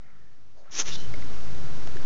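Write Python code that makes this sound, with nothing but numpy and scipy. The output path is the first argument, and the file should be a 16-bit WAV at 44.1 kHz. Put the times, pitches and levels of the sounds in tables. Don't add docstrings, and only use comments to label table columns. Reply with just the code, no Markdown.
import sys
import numpy as np
from scipy import signal
from scipy.fft import rfft, irfft
from scipy.io import wavfile
from scipy.ndimage import uniform_filter1d

SR = 44100
rng = np.random.default_rng(int(sys.argv[2]) if len(sys.argv) > 2 else 0)


def voltage_ratio(decibels):
    exponent = np.asarray(decibels, float) / 20
    return 10 ** exponent


def put_to_file(sound):
    columns = np.atleast_2d(sound).T
    safe = np.clip(columns, -1, 1)
    whole_steps = np.round(safe * 32767)
    wavfile.write(sys.argv[1], SR, whole_steps.astype(np.int16))


N = 90537
TIME_S = np.arange(N) / SR

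# start_s, pulses_per_s, effort_db, chest_tuning_ratio
PURR = [(0, 26, -41, 1.06), (.3, 26, -44, 1.01), (0.549, 26, -45, 0.75), (0.798, 26, -52, 1.4),
        (1.049, 28.7, -39, 0.97), (1.251, 26.5, -44, 0.82), (1.399, 26, -46, 0.83),
        (1.531, 26.2, -40.5, 1.079), (1.63, 27.1, -40, 1.12), (1.748, 26.2, -45, 1.196),
        (1.85, 26, -46.5, 0.9), (2.05, 20.3, -46.5, 1.12)]
# pitch_hz, width_hz, level_db
CHEST = [(51.6, 23.4, -4), (124.8, 23.5, -2), (176.3, 54, -8.5), (268.6, 200, -13.5)]
EFFORT_FOLLOW = [0.53, 0.74, 0.28, 0.46]

# start_s, peak_s, end_s
DRAG_TIMES = [
    (.702, .785, .826),
    (.775, .803, .82),
    (.835, .88, .918),
    (.895, .93, .963),
]
# level_db, pitch_hz
DRAG_FIBRES = [(-21, 5840), (-18, 6270), (-34, 5830), (-38.5, 4900)]
FIBRE_WIDTH = [1600, 1100, 1500, 2600]
DRAG_RISE = [-9, 2, -10.5, -8]
DRAG_FALL = [-7, -11.5, -7.5, 1]
DRAG_BROAD = [-4.5, -3.5, 1, -7.5]
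DRAG_CLUMPS = [1.2, 1.4, 2.5, 1.1]
# pitch_hz, level_db_per_hz
CLOTH = [(120, -33.5), (300, 5), (600, -2.5), (1000, -1.5), (2000, 1.5), (4000, 2.5), (6500, -18.5),
         (7400, -12.5)]

# start_s, snap_db, ring_db, ring_hz, ring_time_s (to fall 60 dB)
TICKS = [
    (.6978, -26, -60, 2500, .005),
    (.8313, -20, -30, 2400, .003),
    (1.14, -25, -31, 2180, .028),
    (1.14, -60, -34, 600, .03),
    (1.14, -60, -38, 420, .05),
    (1.2242, -40, -33, 2050, .014),
    (1.8744, -24, -28, 800, .007),
    (1.9588, -31, -31, 370, .05),
    (1.9692, -28, -31, 1750, .014),
]
# start_s, length_s, level_db, pitch_hz, width_hz
RUBS = [(0, 0.25, -46.5, 1340, 300), (0, 0.46, -51, 1790, 300), (0, 0.18, -49, 2080, 483),
        (0, 0.16, -52, 695, 300), (0.549, 0.15, -41, 596, 300), (0.563, 0.08, -53, 4430, 1370),
        (0.555, 0.13, -56, 6360, 900), (.63, 0.33, -41, 1070, 1500), (0.676, 0.018, -39.5, 1372, 111),
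        (0.911, 0.071, -38.5, 3590, 261), (0.885, 0.066, -44, 2840, 260), (0.944, 0.15, -48.5, 3040, 220),
        (0.946, 0.1, -48, 4050, 500), (0.964, 0.11, -51, 5700, 2000)]
# pitch_hz, level_db_per_hz
FLOOR = [(20, -26), (250, -35.5), (600, -40.5), (950, -44), (1350, -42.5), (2600, -49.5), (6000, -51),
         (7300, -58.5)]
# time_s, gain_db
GATE = [(0, -18.8), (.2, -18), (.45, -18.6), (.72, -18), (.8, -9), (.86, -5), (.92, -2.3), (.98, -1.2),
        (1.1, -.3), (2.05, 0)]


def evened(x):
    return x / np.sqrt(np.mean(x ** 2) + 1e-20)


def colour(x, points):
    f, level_db = np.transpose(points)
    hz = np.fft.rfftfreq(len(x), 1 / SR)
    gain = voltage_ratio(np.interp(np.log(hz + 1), np.log(f + 1), level_db))
    return irfft(rfft(x) * gain, len(x))


def resonate(x, hz, width):
    turn = np.exp(2j * np.pi * np.cumsum(hz * np.ones(len(x))) / SR)
    r = np.exp(-np.pi * width / SR)
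    return 2 * (turn * signal.lfilter([1 - r], [1, -r], x / turn)).real


def twice(x, hz, width):
    return resonate(resonate(x, hz, width), hz, width)


def wander(size):
    once = uniform_filter1d(rng.standard_normal(N), size)
    return evened(uniform_filter1d(once, size))


def purr():
    s, rate, db, tuning = np.transpose(PURR)
    jitter, puff_fall, puff_share = 0.05, 0.22, 0.54
    turns = np.cumsum(np.interp(TIME_S, s, rate) * (1 + jitter * wander(size=1200))) / SR
    beats = np.diff(np.floor(turns), prepend=0) * voltage_ratio(2.0 * wander(size=900))
    puffs = np.exp(-(turns % 1) / puff_fall) * rng.standard_normal(N)
    tune = np.interp(TIME_S, s, tuning)
    effort_db = np.interp(TIME_S, s, db) - np.mean(db)
    out = np.zeros(N)
    for (hz, width, ring_db), follow in zip(CHEST, EFFORT_FOLLOW):
        pulse_ring = evened(twice(beats, hz * tune, width))
        puff_ring = evened(twice(puffs, hz * tune, width))
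        ring = (1 - puff_share) * pulse_ring + puff_share * puff_ring
        power = uniform_filter1d(ring ** 2, size=3500) + 1e-3
        ring = evened(ring / power ** 0.3)
        out += voltage_ratio(np.mean(db) + ring_db + follow * effort_db) * ring
    return out


def drags():
    grains_per_s, grain_spread_db = 12000, 2.5
    out = np.zeros(N)
    settings = zip(DRAG_TIMES, DRAG_FIBRES, DRAG_RISE, DRAG_FALL, FIBRE_WIDTH, DRAG_BROAD, DRAG_CLUMPS)
    for (start, top, end), (db, hz), rise_db, fall_db, width, broad_db, clump_db in settings:
        strength = voltage_ratio(grain_spread_db * np.minimum(rng.exponential(1, N), 4))
        grains = strength * (rng.random(N) < grains_per_s / SR)
        grains = grains * rng.choice([-1., 1.], N) * voltage_ratio(clump_db * wander(size=80))
        fibres = evened(twice(grains, hz, width))
        sound = fibres + voltage_ratio(broad_db) * evened(colour(grains, CLOTH))
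        shape = voltage_ratio(np.interp(TIME_S, [start, top, end], [rise_db, 0, fall_db]))
        edges = np.clip(np.minimum((TIME_S - start) / .025, (end - TIME_S) / .004), 0, 1)
        out += voltage_ratio(db) * shape * edges * sound
    linger = np.sqrt(np.abs(signal.lfilter([.003], [1, -.997], out ** 2)))
    after_hiss = twice(linger * rng.standard_normal(N), 5900, 2500)
    return out + voltage_ratio(-6) * after_hiss


def ticks():
    out, t = np.zeros(N), np.arange(4000) / SR
    snap = (1 - t / .0004) * np.exp(-t / .00007)
    snap_trim_db = 3.5
    for s, snap_db, ring_db, hz, ring_time in TICKS:
        fade_in = np.minimum(t / .0004, 1)
        ring = voltage_ratio(ring_db - 60 * t / ring_time) * np.sin(2 * np.pi * hz * t) * fade_in
        part = out[round(s * SR):][:len(t)]
        part += (voltage_ratio(snap_db + snap_trim_db) * snap + ring)[:len(part)]
    return out


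def rubs():
    out = np.zeros(N)
    for start, length, db, hz, width in RUBS:
        progress = np.clip((TIME_S - start) / length, 0, 1)
        swell = np.sin(np.pi * progress ** .6)
        out += voltage_ratio(db) * swell * evened(twice(rng.standard_normal(N), hz, width))
    return out


def hiss_and_rumble():
    noise = colour(rng.standard_normal(N), FLOOR)
    band = resonate(noise, 4530, 5550)
    return voltage_ratio(-44.5 + 0.2 * wander(size=1500)) * noise / np.sqrt(np.mean(band ** 2))


def scene():
    return (purr() + drags() + ticks() + rubs() + hiss_and_rumble())[None]


def band_limit(x):
    return signal.sosfilt(signal.butter(12, 9200, fs=SR, output="sos"), x)


def record(dry):
    low_pass = signal.firwin(161, 7322, window=("kaiser", 8), fs=SR)
    x = signal.oaconvolve(dry, low_pass[None], "same")
    leak = voltage_ratio(-24.5) * twice(twice(dry[0], 8650, 880), 8650, 880)
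    offset = -.212
    s, db = np.transpose(GATE)
    gain = voltage_ratio(uniform_filter1d(np.interp(TIME_S, s, db), size=1500))
    return band_limit((x + leak + offset) * gain)


dry = scene()
out = record(dry)
put_to_file(out)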